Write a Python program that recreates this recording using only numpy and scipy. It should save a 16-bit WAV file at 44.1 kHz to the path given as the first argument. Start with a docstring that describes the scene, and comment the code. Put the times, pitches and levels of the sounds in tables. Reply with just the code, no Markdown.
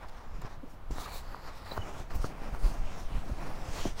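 """Fitting a cloth seat cover

Inside a parked vehicle, one microphone close to a padded vinyl seat back. A cover is pulled down and
tucked into the crease: each stroke rubs dully on the upholstery and hisses along the weave. Folds snap
taut, seams tick, the vinyl squeaks and the cushion thumps. Moving air rumbles on the microphone."""
import sys
import numpy as np
from scipy import signal
from scipy.fft import rfft, irfft, next_fast_len
from scipy.io import wavfile
from scipy.ndimage import map_coordinates

SR = 44100
rng = np.random.default_rng(int(sys.argv[2]) if len(sys.argv) > 2 else 0)


def wav_record(signal):
    """Record a signal, one row per channel, as 16-bit PCM in the file named by sys.argv[1]."""
    frames = np.transpose(np.atleast_2d(signal))
    bounded = np.clip(frames, -1, 1)
    # unit amplitude maps onto the largest positive 16-bit level
    quanta = np.round(bounded * 32767).astype(np.int16)
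    wavfile.write(sys.argv[1], SR, quanta)


N = 176400  # 4 s

# Hand strokes, first down the seat back, then into the crease:
# peak t/s, rise/s, fall/s, rub level/dB, hiss level/dB, weave band f/Hz, hiss tilt/(dB per octave)
PULL_STROKES = [ (.035, 0.022, 0.014, -45, -59, 2230, -2), (.18, 0.084, 0.081, -50.5, -65.5, 5730, -1),
                (.36, 0.032, 0.033, -54, -64, 5700, -3), (.419, 0.0022, 0.0063, -48, -61, 7200, -2),
                (.458, 0.026, 0.015, -45, -59.5, 5200, -3.5), (.53, 0.052, 0.022, -49.5, -64, 5640, -0.5),
                (.72, 0.041, 0.02, -79, -65.5, 5360, 7.5), (.912, 0.002, 0.04, -47, -54, 6100, 2),
                (1.017, 0.032, 0.033, -42, -46.7, 4020, 4.5), (1.06, .009, 0.046, -43.5, -53.5, 2310, -3),
                (1.165, 0.039, 0.024, -44.5, -47.5, 4140, 5.5), (1.33, 0.094, 0.087, -48, -60.5, 4580, 1.5),
                (1.475, 0.028, 0.037, -44, -57.5, 4640, -1), (1.572, 0.026, 0.022, -52.5, -56, 5040, -1),
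                (1.72, 0.061, 0.037, -43.5, -53.5, 4180, 0.5), (1.777, 0.017, 0.0063, -39.5, -54, 3000, 12)]
TUCK_STROKES = [ (1.87, 0.059, 0.084, -44.5, -58.5, 6140, -2), (1.995, 0.036, 0.022, -47.5, -55, 5540, 0.5),
                (2.106, 0.0036, 0.055, -44.5, -57, 4800, -2), (2.158, 0.014, .016, -56, -52.5, 5170, 10.5),
                (2.245, 0.026, 0.026, -45, -50.5, 5340, 3), (2.305, 0.028, 0.029, -46, -70, 2500, -6),
                (2.445, 0.056, 0.06, -44, -60.5, 5100, -1), (2.55, 0.026, 0.033, -46, -62.5, 5400, 6),
                (2.655, 0.029, 0.052, -45, -51.5, 4770, 4), (2.74, .04, 0.045, -46, -61.5, 5230, 3.5),
                (2.94, 0.087, 0.079, -46, -55, 5800, -5), (3.0, 0.026, 0.032, -61, -57, 5300, 3),
                (3.17, 0.052, 0.039, -45.5, -57, 2960, -0.5), (3.3, 0.071, 0.032, -49, -62.5, 5100, 2),
                (3.46, 0.08, 0.14, -43, -57, 5000, 0), (3.69, 0.049, 0.013, -47, -57, 6200, -3),
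                (3.785, 0.054, 0.061, -43, -45.5, 5800, -1.7), (3.872, 0.043, 0.021, -45, -46, 5400, -2),
                (4.0, 0.013, 0.044, -42.5, -44, 5100, -1.5)]
# Dull rub and bright hiss of each kind of stroke: f/Hz, relative level/dB
PULL_RUB_SPECTRUM = [(60, 12), (150, -3), (280, -2.5), (520, -1.5), (850, 2.5), (1220, 0.5), (1600, -6),
                     (1950, -6), (2500, -21.5), (3600, -22), (8000, -47)]
PULL_HISS_SPECTRUM = [(500, -39), (1500, -14), (2300, 4.5), (3200, -2.5), (4000, -1), (5000, -3.5),
                      (6000, -6.5), (7300, -5.5), (9200, -12.5), (11000, -12.5), (12700, -15), (13900, -16),
                      (15500, -15)]
TUCK_RUB_SPECTRUM = [(60, -20), (150, 2.5), (280, -1), (450, -3.5), (750, -1.5), (1200, -6.5),
                     (1700, -12.5), (2500, -15.5), (3600, -27), (8000, -37)]
TUCK_HISS_SPECTRUM = [(500, -40), (1500, -2.5), (2600, 0.5), (3600, -1), (5300, -4), (7200, -4),
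                      (9000, -6.5), (12000, -14), (15500, -14)]
# Weave sliding fast over smooth vinyl: t/s, half-width/s, level/dB, centre f/Hz
FAST_SLIDES = [(.4185, .002, -60, 14500), (1.15, .02, -57, 15000), (1.325, 0.048, -74, 12400),
               (1.46, .03, -70, 12700), (1.57, 0.023, -70, 12500), (1.725, .035, -61, 15200),
               (2.156, .006, -57, 13500)]
# Folds snapping taut: t/s, peak level/dB, f/Hz, half-width/cycles
FOLD_SNAPS = [(.046, -38.5, 1010, 1.9), (.394, -39.5, 139, 0.5), (.4205, -41, 610, 0.63),
              (.439, -47, 298, 0.27), (.449, -32.5, 294, 0.2), (.582, -40, 108, 0.45),
              (.739, -43.5, 211, 0.37), (.7425, -45, 650, 0.4), (.9084, -28.5, 266, 0.25),
              (.9088, -39, 650, 0.47), (.962, -38, 266, 0.51), (.984, -24.5, 800, 0.17),
              (1.0615, -35, 1220, 3), (1.347, -27.5, 1100, 0.59), (1.7205, -27, 597, 0.3),
              (1.7778, -20, 780, 0.27), (1.7788, -30, 1460, 1.8), (1.876, -40, 228, 0.47),
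              (2.107, -36, 1516, 0.74), (2.2443, -28, 1290, 1.2), (2.2455, -23, 388, 0.31),
              (2.419, -31, 305, 0.15), (2.549, -31.5, 980, 0.36), (3.147, -33, 222, 0.36),
              (3.265, -40, 270, 0.4), (3.298, -32.5, 230, 0.56), (3.301, -39.5, 560, 1.8),
              (3.8553, -23, 596, 0.45), (3.8585, -21, 270, 0.4), (3.864, -29, 400, 0.24)]
# Cushion giving under the hands: t/s, peak level/dB, f/Hz, half-width/cycles, scuff level/dB
CUSHION_THUMPS = [(0.359, -34.5, 33.6, 0.77, -46), (.448, -37, 119, 0.86, -44),
                  (0.92, -31.5, 41.5, 0.62, -38), (1.796, -32, 91, 1, -38.5),
                  (2.003, -33.5, 102, 0.26, -39), (2.158, -21.5, 26.4, 0.23, -41),
                  (2.192, -27.5, 46, 0.75, -45), (2.246, -29, 110, 0.41, -52),
                  (2.538, -26.5, 41.5, 0.37, -40), (2.654, -14.5, 31.8, 0.4, -35),
                  (2.807, -24.5, 25.8, 0.52, -47), (3.159, -26, 37.3, 1, -41), (3.323, -28, 58, 0.57, -41),
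                  (3.688, -37, 60, 0.26, -41), (3.862, -35, 140, 0.68, -27.5)]
# Cloth scuffing over the cushion: f/Hz, relative level/dB
SCUFF_SPECTRUM = [(20, -17), (70, 5.5), (140, -3.5), (300, -14.5), (600, -33), (1500, -45), (5000, -78)]
# Stick-slip on the vinyl: t/s, peak level/dB, f/Hz, half-width/s, glide/(octaves per s)
VINYL_SQUEAKS = [(0.089, -50, 4570, 0.00073, 8), (.418, -50, 7280, 0.00073, -6),
                 (0.639, -38, 262, 0.0048, 19), (0.665, -53, 431, 0.01, 22), (1.718, -35, 3950, 0.0018, -6),
                 (1.798, -57, 3000, 0.028, 0.5), (1.822, -43, 2950, 0.0039, -1),
                 (2.752, -42.5, 696, 0.0064, 4)]
# Seams flicking over the seat: t/s, relative level/dB
SEAM_TICKS = [(0.087, -47), (0.096, -46.5), (0.419, -47), (0.983, -43), (1.776, -40), (2.158, -45),
              (2.549, -48)]
# Rise and fall of the air on the microphone: t/s, relative level/dB
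AIR_LEVELS = [(0.0, -43), (0.38, -40), (0.76, -45.5), (0.9, -36), (1.66, -46.5), (1.8, -36.5),
              (2.07, -40.5), (2.19, -26.5), (2.34, -42), (2.67, -31), (2.95, -33), (4.0, -31)]
# Air rumble and the cabin's own hush: f/Hz, relative level/dB
RUMBLE_SPECTRUM = [(5, 7), (14, 6), (25, 3.5), (50, -14), (80, -15), (130, -22.5), (250, -37), (600, -67.5)]
HUSH_SPECTRUM = [(30, 12), (150, -1), (400, -8), (700, -6), (1200, -8), (1800, -17), (3500, -24.5),
                 (8000, -37.5), (15500, -36)]

RUB_CATCHES_PER_S, RUB_CATCH_SHARE, RUB_ROUGH_DB = 420, 0.13, 1.13
HISS_CATCHES_PER_S, HISS_CATCH_SHARE, HISS_ROUGH_DB = 1800, 0.2, 0.93
WEAVE_BOOST_DB, WEAVE_WIDTH_OCT = 6.5, 0.23  # the weave's band over the broad hiss
STROKE_SHAPE = 1.36  # 2 is a bell; less gives a sharper peak and longer tails


def cloth_strokes(rows, rub_spectrum, hiss_spectrum):
    """Cloth drawn over upholstery: a dull rub and a hiss swell and fade with the speed of each stroke."""
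    t, rub_power, hiss = clock(), np.zeros(N), np.zeros(N)
    for peak, rise, fall, rub_db, hiss_db, centre_hz, tilt_db in rows:
        near = abs(t - peak) < .5
        since = t[near] - peak
        ramp_s = np.where(since < 0, rise, fall)
        speed = np.exp(-.5 * abs(since / ramp_s) ** STROKE_SHAPE)
        rub_power[near] += (amp(rub_db) * speed) ** 2
        sliding = friction(HISS_CATCHES_PER_S, HISS_CATCH_SHARE)[near]
        hiss[near] += amp(hiss_db) * speed * weave_hiss(sliding, hiss_spectrum, centre_hz, tilt_db)
    rub = np.sqrt(rub_power) * coloured(friction(RUB_CATCHES_PER_S, RUB_CATCH_SHARE), rub_spectrum)
    rub *= amp(RUB_ROUGH_DB * wobble(60))
    hiss = shifting_contact(hiss) * amp(HISS_ROUGH_DB * wobble(70))
    return rub + hiss


def friction(catches_per_s, share):
    """Smooth sliding noise mixed with separate catches of fibres, which carry a share of the power."""
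    catches = (rng.random(N) < catches_per_s / SR) * rng.standard_normal(N)
    return np.sqrt(1 - share) * rng.standard_normal(N) + np.sqrt(share) * unit(catches)


def weave_hiss(sliding, spectrum, centre_hz, tilt_db):
    """The weave colours sliding noise into a broad, tilted hiss with one raised band, at rms 1."""
    def gain(hz):
        octaves = np.log2((hz + 1) / centre_hz)
        band_db = WEAVE_BOOST_DB * bell(octaves, WEAVE_WIDTH_OCT)
        return amp(along(spectrum, hz) + tilt_db * octaves + band_db)
    return unit(filtered(sliding, gain))


def shifting_contact(hiss, swing_db=2.03, patch_hz=624, patch_s=.09):
    """As the contact moves, bands of the hiss swell and fade at random."""
    hz, t, bands = signal.stft(hiss, SR, nperseg=512)
    grid = np.meshgrid(hz / patch_hz, t / patch_s, indexing="ij")
    patches = map_coordinates(rng.standard_normal((128, 256)), grid, mode="mirror")
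    return signal.istft(bands * amp(swing_db * patches), nperseg=512)[1][:N]


def weave_sizzle(width_hz=1300):
    """The weave sings in a thin, high band where it slides fast over smooth vinyl."""
    out = np.zeros(N)
    for at, width_s, db, centre_hz in FAST_SLIDES:
        sliding = friction(HISS_CATCHES_PER_S, HISS_CATCH_SHARE)
        band = filtered(sliding, lambda hz: bell(hz - centre_hz, width_hz))
        out += amp(db) * bell(clock() - at, width_s) * unit(band)
    return out


def fold_snaps():
    """Each fold pulls taut in one short, damped swing."""
    return sum(damped_swing(*snap) for snap in FOLD_SNAPS)


def cushion_thumps():
    """The foam gives in one low swing while the cloth scuffs over it."""
    foam, scuff_envelope = np.zeros(N), np.zeros(N)
    for at, db, hz, cycles, scuff_db in CUSHION_THUMPS:
        foam += damped_swing(at, db, hz, cycles)
        scuff_envelope += amp(scuff_db) * bell(clock() - at, cycles / hz)
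    return foam + scuff_envelope * coloured(rng.standard_normal(N), SCUFF_SPECTRUM)


def damped_swing(at, db, hz, cycles):
    """Heavily damped cloth or foam swings briefly: a cosine under a bell."""
    turns = (clock() - at) * hz
    near = abs(turns) < 5 * cycles
    return near * amp(db) * bell(turns, cycles) * np.cos(2 * np.pi * turns)


def vinyl_squeaks(jitter_hz=24, pure_above_hz=1100):
    """The vinyl sticks and slips at an unsteady, gliding pitch; high squeaks are nearly pure."""
    out, t = np.zeros(N), clock()
    for at, db, hz, width_s, glide in VINYL_SQUEAKS:
        pitch = hz * 2 ** np.clip(glide * (t - at), -1, 1) + jitter_hz * wobble(600)
        phase = 2 * np.pi * np.cumsum(pitch) / SR
        overtone = amp(-8.5) * np.exp(-hz / pure_above_hz) * np.sin(2 * phase)
        out += amp(db) * bell(t - at, width_s) * (np.sin(phase) + overtone)
    return out


def seam_ticks(width_s=0.002):
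    """Seams flick over the seat with a brief bright crack."""
    envelope = sum(amp(db) * bell(clock() - at, width_s) for at, db in SEAM_TICKS)
    return envelope * coloured(rng.standard_normal(N), PULL_HISS_SPECTRUM) / np.pi


def air_on_microphone(trim_db=-0.5, swing_db=1.1):
    """Stirred air buffets the microphone with an uneven rumble."""
    level_db = np.interp(clock(), *np.transpose(AIR_LEVELS)) + trim_db + swing_db * wobble(10)
    return amp(level_db) * coloured(rng.standard_normal(N), RUMBLE_SPECTRUM)


def in_cabin(direct, t60_s=0.1, tail_db=-15):
    """The direct sound plus the short answer of a small, padded space."""
    t = np.arange(SR // 4) / SR
    tail = rng.standard_normal(len(t)) * amp(-60 * t / t60_s) * (t > .003)  # first return at 3 ms
    return direct + amp(tail_db) * signal.fftconvolve(direct, tail / np.linalg.norm(tail))[:N]


def cabin_hush(level_db=-50):
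    """Steady room tone of the parked vehicle."""
    return amp(level_db) * coloured(rng.standard_normal(N), HUSH_SPECTRUM)


def amp(db):
    """Decibels to gain."""
    return 10 ** (np.asarray(db) / 20)


def unit(x):
    """Scale to rms 1."""
    return x / np.sqrt(np.mean(x ** 2) + 1e-20)


def clock():
    """The time of each sample in seconds."""
    return np.arange(N) / SR


def bell(x, width):
    """A smooth swell around x = 0; width is the half-width at 61 % of the peak."""
    return np.exp(-.5 * (x / width) ** 2)


def wobble(knots_per_s):
    """A smooth random curve."""
    knots = rng.standard_normal(int(N * knots_per_s / SR) + 4)
    return map_coordinates(knots, [clock() * knots_per_s])


def along(spectrum, hz):
    """A spectrum's level in dB at hz, read on a log frequency axis."""
    knots_hz, db = np.transpose(spectrum)
    return np.interp(np.log(hz + 1), np.log(knots_hz + 1), db)


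def filtered(x, gain):
    """x times a gain that depends on frequency."""
    size = next_fast_len(len(x) + 8192)
    return irfft(rfft(x, size) * gain(np.fft.rfftfreq(size, 1 / SR)), size)[:len(x)]


def coloured(x, spectrum):
    """x shaped by a spectrum, at rms 1."""
    return unit(filtered(x, lambda hz: amp(along(spectrum, hz))))


def scene():
    """Cloth, seat and air as they reach the microphone, in mono."""
    pulls = cloth_strokes(PULL_STROKES, PULL_RUB_SPECTRUM, PULL_HISS_SPECTRUM)
    tucks = cloth_strokes(TUCK_STROKES, TUCK_RUB_SPECTRUM, TUCK_HISS_SPECTRUM)
    cloth = pulls + tucks + weave_sizzle()
    small_sounds = in_cabin(fold_snaps() + vinyl_squeaks() + seam_ticks())
    return (cloth + small_sounds + cushion_thumps() + air_on_microphone() + cabin_hush())[None]


def record(dry):
    """The microphone's channel keeps nothing above its band limit."""
    top_hz = 15800
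    return np.array([filtered(channel, lambda hz: hz < top_hz) for channel in dry])


dry = scene()
out = record(dry)
wav_record(out)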